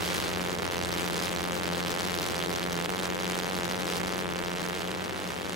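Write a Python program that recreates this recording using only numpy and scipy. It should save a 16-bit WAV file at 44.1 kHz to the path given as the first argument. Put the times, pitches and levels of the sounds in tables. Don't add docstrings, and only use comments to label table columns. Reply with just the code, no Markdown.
import sys
import numpy as np
from scipy import signal
from scipy.fft import rfft, irfft, next_fast_len
from scipy.io import wavfile
from scipy.ndimage import uniform_filter1d, map_coordinates

SR = 44100
rng = np.random.default_rng(int(sys.argv[2]) if len(sys.argv) > 2 else 0)


def int16_out(signal):
    q = np.round(np.clip(np.atleast_2d(signal).T, -1, 1) * 32767)
    wavfile.write(sys.argv[1], SR, q.astype(np.int16))


N = 244755


def amp(db):
    return 10 ** (np.asarray(db) / 20)


def levelled(x, window):
    power = uniform_filter1d(np.mean(x ** 2, axis=0), window)
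    return x / np.sqrt(np.abs(power) + 1e-12)


def along(points, hz):
    f, v = np.transpose(points)
    return np.interp(np.log(hz + 1), np.log(f + 1), v)


def automation(rows):
    return np.interp(np.arange(N) / SR, *np.transpose(rows))


def wobble(rate):
    knots = rng.standard_normal(int(N * rate / SR) + 4)
    return map_coordinates(knots, [np.arange(N) * rate / SR])


def filtered(x, response):
    size = next_fast_len(N + SR // 4)
    return irfft(rfft(x, size) * response(np.fft.rfftfreq(size, 1 / SR)), size)[..., :N]


def coloured(x, spectrum, size=4096):
    gain = amp(along(spectrum, np.fft.rfftfreq(size, 1 / SR)))
    cepstrum = irfft(np.log(gain))
    cepstrum[1:size // 2] *= 2
    cepstrum[size // 2 + 1:] = 0
    impulse = irfft(np.exp(rfft(cepstrum)))
    return signal.fftconvolve(x, impulse[None], axes=1)[:, :N]


def impulses(at, gain, scatter_db):
    sizes = gain * amp(scatter_db * np.clip(rng.standard_normal(len(at)), -2, 2))
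    return np.bincount(np.clip(at, 0, N - 1).astype(int), sizes, N)


def cued_hits(rows):
    start_s, db = np.transpose(rows)
    return np.bincount((start_s * SR).astype(int), amp(db), N)


def beats(cycles, ragged, jitter_ms, ragged_ms):
    at = np.flatnonzero(np.diff(np.floor(cycles)))
    late_ms = rng.standard_normal(len(at)) * (jitter_ms + ragged_ms * ragged[at] ** 2)
    at = (at + late_ms * SR / 1000).astype(int)
    return at[(at > 0) & (at < N)]


# frequency in Hz, left-right coherence (1 is mono).
COHERENCE = [(50, 0.21), (300, 0.15), (1000, 0.087), (2000, 0.13), (3500, 0.52), (6500, 0.76), (10000, .6),
             (15000, 0.23)]

def turbulence():
    def mid_side_gains(hz):
        angle = np.arccos(np.clip(along(COHERENCE, hz), -1, 1)) / 2
        return np.array([np.cos(angle), np.sin(angle)])
    mid, side = filtered(rng.standard_normal((2, N)), mid_side_gains)
    return np.array([mid + side, mid - side])


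def pumped_noise(cycles, spectrum, pump_db, flutter_db):
    surge = amp(pump_db * np.cos(2 * np.pi * cycles) + flutter_db * wobble(70))
    gas = coloured(surge * turbulence(), spectrum)
    return gas / np.sqrt(np.mean(gas ** 2) + 1e-20)


# frequency in Hz, relative level in dB.
RUMBLE_EQ = [(20, -10), (40, -9), (70, 1.5), (130, -2.5), (200, 1.5), (300, 5), (450, 3.5), (700, -5.5),
             (1500, -22.5), (4000, -56)]

def chamber_rumble(cycles):
    return pumped_noise(cycles, RUMBLE_EQ, pump_db=1.5, flutter_db=0.1)


# time in seconds, level in dB before trim and waver.
OCTAVE_RIDE = [(0.0, -47), (0.45, -41.5), (0.5, -45.5), (1.49, -43), (2.55, -45.5), (2.68, -40),
               (3.19, -43.5), (3.28, -41), (4.67, -43.2), (4.78, -54), (4.84, -39), (4.93, -44.5),
               (5.38, -48.9), (5.54, -44.7)]

def pipe_hum(cycles, bang_db):
    phase = 2 * np.pi * cycles
    octave_db = automation(OCTAVE_RIDE) + 0.43 + 0.41 * wobble(25)
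    octave = amp(octave_db) * np.cos(2 * phase + 1.5 + .12 * wobble(30))
    throb_db = -43 - 1.16 * np.arange(N) / SR
    throb = amp(throb_db + 1.4 * wobble(18)) * np.sin(phase + 0.52 * wobble(20))
    third = amp(bang_db - 28 + 3 * wobble(22.3)) * np.sin(3 * phase + 0.71 * wobble(25))
    return np.sqrt(2) * (octave + throb + third)


# frequency in Hz, relative level in dB.
ROAR_EQ = [(60, -19), (300, -13), (550, -9), (900, 1), (1600, 3), (3300, -1.5), (5000, -14), (8000, -16.5),
           (16000, -24.5)]

def exhaust_roar(cycles):
    return pumped_noise(cycles, ROAR_EQ, pump_db=-1.3, flutter_db=1.33)


def stray_pops(cycles, ragged, early_share, strays_per_s):
    early = beats(cycles + 1 / 3, ragged, jitter_ms=.6, ragged_ms=1.2)
    early = early[rng.random(len(early)) < early_share + ragged[early]]
    stray = np.flatnonzero(rng.random(N) < strays_per_s * ragged / SR)
    return impulses(early, 1, scatter_db=1.5) + impulses(stray, 0.45, scatter_db=0)


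def crackle(hits, spectrum, burst_ms, halo_ms, halo_db, scatter_db):
    from_hit_ms = np.abs(np.arange(-SR // 100, SR // 100)) * 1000 / SR
    envelope = np.exp(-from_hit_ms / burst_ms) + amp(halo_db) * np.exp(-from_hit_ms / halo_ms)
    bursts = signal.fftconvolve(hits * amp(scatter_db * wobble(90)), envelope, "same")
    return coloured(bursts * turbulence(), spectrum)


# frequency in Hz, relative level in dB.
SPIT_EQ = [(300, -19), (1500, -3.5), (3000, -2), (4200, 1), (6000, -3), (8000, -7), (12000, -10),
           (16000, -12)]
# start in seconds, level in dB over a plain firing, before levelling.
CRACK_CUES = [(1.3303, 9), (1.6346, 6), (2.6643, 0), (2.7302, 4), (3.2998, -11), (3.5806, -2), (4.534, 10),
              (4.999, 1)]

def flame_spits(hits):
    hits = hits + cued_hits(CRACK_CUES)
    ticks = crackle(hits, SPIT_EQ, burst_ms=0.17, halo_ms=7, halo_db=-25.5, scatter_db=1)
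    return levelled(ticks, window=7000)


# frequency in Hz, relative level in dB.
SHOCK_EQ = [(100, -44), (800, -4), (1500, -6.5), (2300, -6.5), (3300, -2.5), (4500, -7.5), (7000, -12),
            (16000, -28.5)]

def shock_crackle(hits):
    grit = crackle(hits, SHOCK_EQ, burst_ms=0.39, halo_ms=6.6, halo_db=-28.5, scatter_db=2)
    return levelled(grit, window=2500)


# frequency in Hz, width in Hz, ring level in dB against the direct sound.
STANDING_WAVES = [(173, 21, 3.5), (343, 16, -20.5), (517, 7.6, -8)]

def pipe_ring(x):
    def modes(hz):
        return sum(amp(db) * 1j * hz * width / (centre ** 2 - hz ** 2 + 1j * hz * width)
                   for centre, width, db in STANDING_WAVES)
    return filtered(x, lambda hz: 1 + modes(hz))


# time in seconds, firing rate in Hz.
FIRING_RATE = [(0.0, 88.54), (1.99, 87.78), (2.07, 93.4), (2.16, 86.65), (2.25, 91.6), (2.32, 86.24),
               (2.62, 89.38), (2.82, 85.2), (2.91, 91.1), (3.46, 88.93), (3.51, 93.27), (3.63, 85.38),
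               (3.78, 92.03), (3.85, 86.62), (4.22, 93.26), (4.27, 87.44), (5.08, 91.92), (5.54, 90.1)]
# time in seconds, raggedness from 0 to 1.
RAGGEDNESS = [(0, 0.9), (.22, 0.8), (.36, .25), (.8, 0.13), (1.1, 0.32), (1.4, 0.12), (2.5, 0.16),
              (2.8, 0.09), (3.87, 0.09), (3.95, 0.43), (4.02, .15), (4.55, .12), (5, .9), (5.55, 1)]
# time in seconds, crackle level in dB before layer trims.
FLAME_RIDE = [(0.0, -40.2), (0.17, -38.5), (0.55, -46.5), (1.19, -39.5), (1.39, -43.5), (2.5, -41),
              (3.0, -46.5), (3.05, -41), (3.17, -49), (3.24, -42.5), (3.83, -43.5), (3.95, -38.5),
              (4.02, -46), (4.15, -41.5), (4.25, -49.5), (4.75, -46), (4.86, -48.5), (5.54, -48)]

def burn(fade_from_s, fade_db_per_s):
    rate_hz = automation(FIRING_RATE) + .7 * wobble(13)
    bang_db = -37.6 - fade_db_per_s * np.maximum(np.arange(N) / SR - fade_from_s, 0)
    crackle_db = automation(FLAME_RIDE) + 1.36 * wobble(20)
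    return np.cumsum(rate_hz) / SR, bang_db, crackle_db, np.clip(automation(RAGGEDNESS), 0, 1)


# start in seconds, level in dB over a plain firing, before levelling.
RELIGHT_CUES = [(.622, -1), (2.313, -3), (2.884, -7), (3.999, -1), (4.033, 0), (5.095, 3)]

def firings(cycles, ragged):
    at = beats(cycles, ragged, jitter_ms=.22, ragged_ms=1.9)
    to_relight_s = np.transpose(RELIGHT_CUES)[0] - at[:, None] / SR
    skipped = np.any((to_relight_s < .014) & (to_relight_s > -.005), axis=1)
    return impulses(at[~skipped], 1, scatter_db=.8) + cued_hits(RELIGHT_CUES)


# frequency in Hz, relative level in dB.
FRONT_EQ = [(30, -41), (100, -10.5), (220, -15), (350, 1), (480, 2.5), (640, 0.4), (780, 1.3), (1000, -1),
            (1400, -3), (2200, -7), (3200, -12.5), (5000, -23.5), (16000, -37.5)]

def pressure_fronts(hits, sway_rad, swing_hz):
    pan = np.pi / 4 + sway_rad * np.tanh(wobble(120))
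    panned = hits * np.array([np.cos(pan), np.sin(pan)])
    swung = filtered(panned, lambda hz: (swing_hz - 1j * hz) / (swing_hz + 1j * hz))
    return levelled(coloured(swung, FRONT_EQ), window=2500)


def scene():
    cycles, bang_db, crackle_db, ragged = burn(fade_from_s=4.09, fade_db_per_s=2.07)
    flame_db = (bang_db + crackle_db) / 2
    fired = firings(cycles, ragged)
    pops = stray_pops(cycles, ragged, early_share=0.22, strays_per_s=190)
    blur = ragged * np.clip(-38.5 - bang_db, 0, 5)
    fronts = pressure_fronts(fired + amp(-8) * pops, sway_rad=0.34, swing_hz=710)
    bangs = amp(bang_db + 3 - 0.48 * blur) * fronts
    roar = amp(flame_db - 1.5 + 1.3 * ragged + 0.31 * blur) * exhaust_roar(cycles)
    shocks = amp(flame_db - 2) * shock_crackle(fired + amp(-7.5) * pops)
    spits = amp(crackle_db + 1.62) * flame_spits(fired + pops)
    rumble = amp(bang_db - 1) * chamber_rumble(cycles)
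    return pipe_ring(bangs + rumble) + shocks + spits + roar + pipe_hum(cycles, bang_db)


# frequency in Hz, left minus right in dB.
MIC_BALANCE = [(90, -1), (130, -13.5), (180, 1.5), (380, 3.5), (500, 1.5), (650, 0), (1000, -1), (1500, -2),
               (2400, -2), (4000, -0.5), (15000, 0)]
# frequency in Hz, lag of the left side in radians.
MIC_LAG = [(30, -0.63), (90, -1.9), (130, -0.17), (180, 0.76), (400, 0.66), (650, 1.76), (1500, 1.57),
           (1900, 1.34), (2400, 0.8), (15000, -0.57)]

def microphones(x, notch_hz, width_hz, notch_db):
    def response(hz):
        lean_db = along(MIC_BALANCE, hz) / 2
        left = amp(lean_db) * np.exp(-1j * along(MIC_LAG, hz))
        notch = amp(notch_db * np.exp(-((hz - notch_hz) / width_hz) ** 2))
        return np.array([left, amp(-lean_db)]) * notch
    return filtered(x, response)


def record(dry):
    headroom, top_hz = .25, 15900
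    heard = microphones(dry, notch_hz=2470, width_hz=100, notch_db=-1.5)
    rounded = heard / (1 + (heard / headroom) ** 4) ** (1 / 4)
    return filtered(rounded, lambda hz: hz < top_hz)


dry = scene()
out = record(dry)
int16_out(out)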